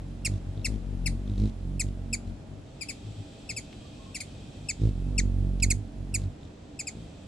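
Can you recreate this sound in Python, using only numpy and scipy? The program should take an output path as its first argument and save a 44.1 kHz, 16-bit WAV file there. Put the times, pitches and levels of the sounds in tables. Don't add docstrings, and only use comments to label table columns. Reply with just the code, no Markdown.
import sys
import numpy as np
from scipy import signal
from scipy.fft import rfft, irfft
from scipy.io import wavfile
from scipy.ndimage import map_coordinates

SR = 44100
rng = np.random.default_rng(int(sys.argv[2]) if len(sys.argv) > 2 else 0)


def transcribe(u):
    v = np.clip(np.atleast_2d(u).T, -1, 1)
    q = np.round(v * 32767).astype(np.int16)
    wavfile.write(sys.argv[1], SR, q)


N = 320607
T = np.arange(N) / SR

# start_s, length_s, start_hz, end_hz, level_db, third_db, fourth_db, pan_db
CHIP_NOTES = [(0.2481, .028, 2744, 2100, -33, 0, -5.5, -1.5),
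              (.645, 0.026, 2760, 1990, -33.5, -2, -5.5, 4.5),
              (1.058, 0.023, 2680, 2010, -33.5, -5, -3.5, 7.5),
              (1.795, .027, 2688, 2040, -36, 4.5, -1, 1.5), (2.128, .025, 2693, 2150, -34, 2, -5, 0.5),
              (2.809, 0.026, 2582, 2220, -40, -5, -9, 14), (2.885, 0.027, 2667, 2110, -40.5, -2, -7, 8),
              (3.49, 0.028, 2736, 2110, -39, -2, -13, 4.5), (3.563, 0.03, 2664, 2160, -40.5, 1, -6, 3.5),
              (4.145, 0.028, 2780, 1980, -41.5, -1, -5.5, 2), (4.202, .017, 2440, 2080, -41.5, -1.5, -3, 4),
              (4.686, .029, 2692, 2120, -35.5, 3, -11.5, 3.5),
              (5.1787, .026, 2733, 1950, -31.5, 3, -10.5, 3.5),
              (5.623, .027, 2632, 2065, -30, 3.5, -4.5, -4.3),
              (5.7017, .024, 2683, 2070, -32.5, 5.5, 0.5, -4),
              (6.14, .026, 2677, 2130, -36, 6.5, -0.5, -3.5),
              (6.79, 0.026, 2637, 2180, -41.5, 4.5, -8.5, 2.5),
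              (6.869, 0.024, 2670, 2140, -40.5, 3.5, -9, 2.4)]
CHIP_SLIDE = [(0, 0.03), (.2, .11), (.54, .6), (.7, 0.805), (1, 0.98)]
# time_s, level_db
HOVER_LEVELS = [(0, -42), (.5, -37.5), (.85, -35), (1.45, -30), (1.55, -41), (1.65, -32.5), (2.13, -37.5),
                (2.2, -43.5), (2.8, -61), (3.7, -61), (4.76, -49.5), (4.83, -31.5), (5.3, -27),
                (5.72, -28.5), (5.88, -46), (6.05, -37), (6.27, -34.5), (6.38, -64), (6.8, -76),
                (7.27, -57)]
# start_s, length_s, beat_hz, gain_db, octave_gain_db
WING_SPURTS = [(0.241, 0.13, 49.5, 5, 3), (.545, 0.0599, 52.3, 1, 8), (0.674, 0.0976, 53, 6.5, 2),
               (0.882, 0.056, 50.8, 1, 0.5), (0.987, .17, 44.5, 3.5, -2.5), (1.227, 0.12, 50, -1.5, 2.5),
               (1.38, 0.10076, 53.6, 5, 5.5), (1.836, .07, 48.7, 2.5, 4), (2.257, 0.086, 45.4, 9.5, 8.5),
               (2.503, 0.11, 50.5, 7, 2), (3.03, .2, 52.7, 7, 10.5), (3.512, .1, 57, 9, 5),
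               (3.75, 0.066, 52, 7, 8.5), (4.32, 0.15, 49.5, 5.5, -5), (4.543, 0.16, 50.4, 2, 3),
               (4.798, 0.11, 54, 7, 4), (5.082, 0.071, 49.8, -1.5, 2.5), (5.17, .1, 47.2, 2.5, 5),
               (5.603, 0.17, 46.4, 3.5, 3.5), (5.759, 0.071, 51, -4, 10), (6.121, .17, 48, 0, 5.5),
               (6.437, 0.093, 46, 5, 10.5), (6.931, 0.14, 55.2, 21.5, 1.5)]
# time_s, pan_db
WING_SIDES = [(0, 0.5), (.2, -3), (.8, 4.5), (1.56, -3.5), (2.11, -2.5), (2.35, 4.5), (4.65, 0), (4.98, -4),
              (5.9, -4), (6.5, 0.5), (7.27, 0)]
# start_s, length_s, pitch_hz, level_db, air_over_zip_db
FEATHER_ZIPS = [(0.3, 0.09, 3770, -68.5, 7.5), (0.554, 0.091, 3600, -62, -17), (0.697, 0.071, 3520, -70, 8),
                (1.258, 0.14, 3662, -62, -4), (1.37, 0.14, 4070, -62.5, 5), (1.865, 0.029, 3650, -64, 0),
                (2.263, 0.047, 3780, -68, 0), (4.792, 0.12, 3922, -67, 8.5), (6.172, 0.094, 3917, -62, 1.5),
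                (6.405, 0.088, 3683, -67.5, 1)]
# pitch_hz, width_hz, gain_db
ROOF_BOOM = [(149.6, 156, -7.5), (221.4, 95, -3.5)]
# left_delay_s, right_delay_s, gain_db
BOARD_ECHOES = [(.0064, 0.0079, -11.5), (.0093, 0.0097, -19), (0.0182, 0.012, -19.5)]
# start_s, level_db, pitch_hz
DRY_TICKS = [(3.727, -47, 2302), (4.2045, -41, 4500), (5.6005, -45, 3580)]
# pitch_hz, width_hz, relative_db
INSECT_BANDS = [(2467, 115, 5), (2630, 24, 11), (3196, 82, 7), (3420, 420, -2.5), (3690, 630, -2),
                (4320, 2200, -4), (3230, 2040, 0.5), (5800, 2700, -7.5), (7750, 1387, -3.5)]
# time_s, level_db
INSECT_LEVELS = [(0, -68.5), (2.6, -69), (2.85, -58.5), (3.05, -57.5), (4.7, -58), (4.88, -62),
                 (5.0, -64.5), (6.4, -70), (6.8, -64.5), (7.0, -60), (7.27, -62.5)]
# start_s, length_s, pitch_hz, level_db
TREE_CALLS = [(3.79, 0.13, 1173, -67), (3.923, 0.27, 1078, -61.5)]
# pitch_hz, relative_db
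AIR_SPECTRUM = [(25, -10.5), (50, 0.5), (110, 0.5), (200, -3), (295, -2.5), (345, -9.5), (650, -12),
                (1000, -22.5), (1800, -27), (3500, -31), (5500, -35.5), (8000, -36.5), (10000, -96.5),
                (15000, -100)]
# pitch_hz, width_hz, level_db
DRONE_TONES = [(290.6, 9.3, -59), (645, 7.1, -68.5), (744, 6.8, -80.5), (808, 5.1, -72.5)]

HOVER_HZ = 46.1
CLOSE_DB = -30


def chips(waver=0.013, rasp=0.023, attack_s=0.0013, release_s=0.00082, beak_hz=7400, beak_width_hz=900):
    direct, to_porch = np.zeros((2, N)), np.zeros(N)
    t = np.arange(2048) / SR
    for start_s, length_s, start_hz, end_hz, level_db, third_db, fourth_db, pan_db in CHIP_NOTES:
        progress = np.clip(t / length_s, 0, 1)
        hz = start_hz + (end_hz - start_hz) * np.interp(progress, *np.transpose(CHIP_SLIDE))
        hz *= 1 - 0.16 * progress ** 12
        middle = np.exp(-((progress - .42) / 0.49) ** 2)
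        wobble = waver * wander(219, len(t))
        roughness = rasp * gain(rng.uniform(-4.1, 3.3)) * middle * wander(2648, len(t))
        hz *= 1 + wobble + roughness
        phase = 2 * np.pi * np.cumsum(hz) / SR
        swell = (1 - np.exp(-t / attack_s)) * np.clip((length_s - t) / release_s, 0, 1)
        swell *= np.exp(-((progress - 0.38) / 0.42) ** 2 / 2)
        echo_gain = gain(-33.5 + 0.29 * (level_db + 36) - 0.57 * third_db)
        lag_s = np.array([[1], [-1]]) * 4e-6 * pan_db
        for harmonic, harmonic_db in enumerate([0, -1.9, third_db, fourth_db, fourth_db - 18], 1):
            beak_db = 5 / (1 + ((harmonic * hz - beak_hz) / beak_width_hz) ** 2)
            shape = swell ** (1 + 0.35 * np.log(harmonic)) * gain(beak_db)
            shape *= gain(harmonic_db) / np.sqrt(np.sum(shape ** 2) / (2 * length_s * SR))
            sides = pan(pan_db + 2.3 * np.log2(harmonic / 2))
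            tone = np.sin(harmonic * (phase + 2 * np.pi * hz * lag_s))
            add(direct, start_s, sides * gain(level_db) * shape * tone)
            echo_share = min(harmonic / 2, 1) ** .7
            add(to_porch, start_s, echo_gain * echo_share * shape * np.sin(harmonic * phase))
        fizz = unit(band(rng.standard_normal(len(t)), 13000, 3400)) * middle * swell * gain(fourth_db - 18)
        add(direct, start_s, pan(pan_db) * gain(level_db) * fizz)
        add(to_porch, start_s, echo_gain * fizz)
    return direct, to_porch


def flight(ramp_s=.04, rest_s=.1, rest_share=.35):
    lurch = wander(22)
    beat_hz = HOVER_HZ * (1 + .009 * lurch)
    hum_db = curve(HOVER_LEVELS) + 0.8 * lurch
    boost_db = 0
    for start_s, length_s, spurt_hz, gain_db, octave_gain_db in WING_SPURTS:
        push = np.clip(np.minimum(T - start_s, start_s + length_s - T) / ramp_s + .5, 0, 1)
        effort = push - rest_share * np.sin(np.pi * np.clip((T - start_s - length_s) / rest_s, 0, 1))
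        beat_hz += effort * (spurt_hz - HOVER_HZ)
        hum_db += effort * gain_db
        boost_db += push * octave_gain_db
    hum_db += 0.12 * np.clip(CLOSE_DB - hum_db, 0, 25) * wander(35)
    beats = np.cumsum(beat_hz * (1 + 0.013 * wander(40))) / SR
    return beats, beat_hz, hum_db, boost_db


def wings(beats, beat_hz, hum_db, boost_db):
    def pulse(place, width):
        return np.exp(-(((beats - place + .5) % 1 - .5) / width) ** 2 / 2)
    slap_width = 0.04 * (47 / beat_hz) ** 0.58
    upstroke = 0.52 * (1 + 0.5 * wander(10)) * pulse(0.6377 + 0.062 * wander(5), 0.051)
    wake = 0.5 * pulse(0.11, 2 * slap_width)
    slap = -pulse(0, slap_width) - wake - upstroke
    slap = signal.sosfiltfilt(signal.butter(6, 120, "high", fs=SR, output="sos"), slap)
    slap = slap + sum(gain(db) * band(slap, hz, width_hz) for hz, width_hz, db in ROOF_BOOM)
    swish = unit(band(rng.standard_normal(N), 295, 254) * (.5 + pulse(0, 0.35)))
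    slap = unit(slap) * gain(wander(45)) + gain(-18) * swish
    slap_db = follow_hum(hum_db, close_db=-37, slope=0.73) + 0.46 * (beat_hz - HOVER_HZ)
    hum = -np.sqrt(2) * np.cos(2 * np.pi * (beats + 0.081)) * gain(hum_db)
    octave_db = follow_hum(hum_db, close_db=-38, slope=0.73) + boost_db + 3.5 * wander(22)
    octave = -np.sqrt(2) * np.cos(4 * np.pi * beats + .25 * wander(10)) * gain(octave_db)
    return (hum + octave + slap * gain(slap_db)) * pan(curve(WING_SIDES))


def feathers(beats, hum_db):
    pulses = unit(np.exp(4.5 * np.cos(2 * np.pi * beats) + .25 * wander(50)))
    treble_cut = signal.butter(4, 9500, fs=SR, output="sos")
    air = signal.sosfilt(treble_cut, band(stereo_noise(0.55), hz=3100, width_hz=6000))
    air = unit(air * np.sqrt(pulses + 0.73))
    noise, zips = stereo_noise(1.0), np.zeros((2, N))
    for start_s, length_s, hz, level_db, air_db in FEATHER_ZIPS:
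        turn = slice(int(start_s * SR), int((start_s + length_s) * SR))
        whistle = unit(band(noise[:, turn], hz, width_hz=750)) * pulses[turn]
        whirr = whistle + gain(air_db) * air[:, turn]
        add(zips, start_s, gain(level_db) * whirr * signal.windows.tukey(whirr.shape[1], .3))
    sizzle = unit(band(stereo_noise(0.051), hz=9700, width_hz=2200) * (1 + 0.26 * pulses))
    return zips + sizzle * gain(follow_hum(hum_db, close_db=-72.5, slope=.28))


def porch(sound, roof_db=-14, roof_fade_s=0.16, yard_db=-25, yard_fade_s=0.35, gap_s=0.0018):
    t = np.arange(SR // 2) / SR
    echoes = np.zeros((2, len(t)))
    for db, fade_s in ((roof_db, roof_fade_s), (yard_db, yard_fade_s)):
        tail = rng.standard_normal(echoes.shape) * gain(-60 * t / fade_s) * (t > gap_s)
        echoes += gain(db) * tail / np.sqrt(np.sum(tail ** 2) / 2)
    for left_s, right_s, db in BOARD_ECHOES:
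        for ear, delay_s in enumerate((left_s, right_s)):
            smear = rng.standard_normal(SR // 700)
            add(echoes[ear], delay_s, gain(db) * smear / np.linalg.norm(smear))
    brighter = signal.lfilter([1, -0.063], 1, sound)
    return signal.fftconvolve(brighter[None], echoes, axes=1)[:, :N]


def ticks(decay_s=0.0066):
    out, t = np.zeros((2, N)), np.arange(SR // 20) / SR
    for start_s, level_db, hz in DRY_TICKS:
        burst = unit(band(stereo_noise(0.68)[:, :len(t)], hz, 0.95 * hz))
        add(out, start_s, gain(level_db) * burst * np.exp(-t / decay_s))
    return out


def insects():
    chorus = sum(gain(db + wander(25)) * band(stereo_noise(0.41), hz, width_hz)
                 for hz, width_hz, db in INSECT_BANDS)
    return unit(chorus) * gain(curve(INSECT_LEVELS))


def far_calls():
    out = np.zeros((2, N))
    for start_s, length_s, hz, level_db in TREE_CALLS:
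        call = unit(band(stereo_noise(0.23)[:, :int(length_s * SR)], hz, width_hz=46.3))
        add(out, start_s, gain(level_db) * call * np.sqrt(np.hanning(call.shape[1])))
    return out


def open_air(level_db=-46, split_hz=380):
    hz = np.maximum(np.arange(N // 2 + 1) * SR / N, 1)
    table_hz, table_db = np.transpose(AIR_SPECTRUM)
    colour = gain(np.interp(np.log(hz), np.log(table_hz), table_db))
    bass_share = 1 / (1 + (hz / split_hz) ** 4)
    bass = rfft(stereo_noise(1.0)) * np.sqrt(bass_share)
    treble = rfft(stereo_noise(0.18)) * np.sqrt(1 - bass_share)
    air = unit(irfft((bass + treble) * colour, N))
    return air * gain(level_db - 0.35 * wander(3.975)) * pan(-1.24)


def drone():
    return sum(gain(db) * unit(band(stereo_noise(1.0), hz, width_hz)) for hz, width_hz, db in DRONE_TONES)


def follow_hum(hum_db, close_db, slope):
    return close_db + slope * (hum_db - CLOSE_DB)


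def gain(db):
    return 10 ** (np.asarray(db) / 20)


def unit(x):
    return x / np.sqrt(np.mean(x ** 2))


def curve(rows):
    return np.interp(T, *np.transpose(rows))


def pan(db):
    sides = gain(np.array([np.atleast_1d(db), -np.atleast_1d(db)]) / 2)
    return sides / np.sqrt(np.mean(sides ** 2, axis=0))


def add(out, start_s, x):
    i = max(int(start_s * SR), 0)
    out[..., i:i + x.shape[-1]] += x[..., :N - i]


def band(x, hz, width_hz):
    b, a = signal.iirpeak(min(hz, .45 * SR), hz / width_hz, fs=SR)
    return signal.lfilter(b, a, signal.lfilter(b, a, x))


def wander(rate_hz, size=N):
    points = rng.standard_normal(size // 8 + 8)
    return map_coordinates(points, [np.arange(size) * rate_hz / SR], order=2, mode="mirror")


def stereo_noise(likeness):
    mid, side = rng.standard_normal((2, N))
    return (np.sqrt(1 + likeness) * mid + np.sqrt(1 - likeness) * side * np.array([[1], [-1]])) / np.sqrt(2)


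def scene(wing_echo_db=-6):
    beats, beat_hz, hum_db, boost_db = flight()
    calls, calls_to_porch = chips()
    throb = wings(beats, beat_hz, hum_db, boost_db)
    echoes = porch(calls_to_porch + gain(wing_echo_db) * throb.mean(axis=0))
    birds = calls + throb + echoes + feathers(beats, hum_db)
    return birds + ticks() + insects() + far_calls() + open_air() + drone()


def record(dry):
    return signal.sosfilt(signal.ellip(8, .2, 70, 15200, fs=SR, output="sos"), dry)


dry = scene()
out = record(dry)
transcribe(out)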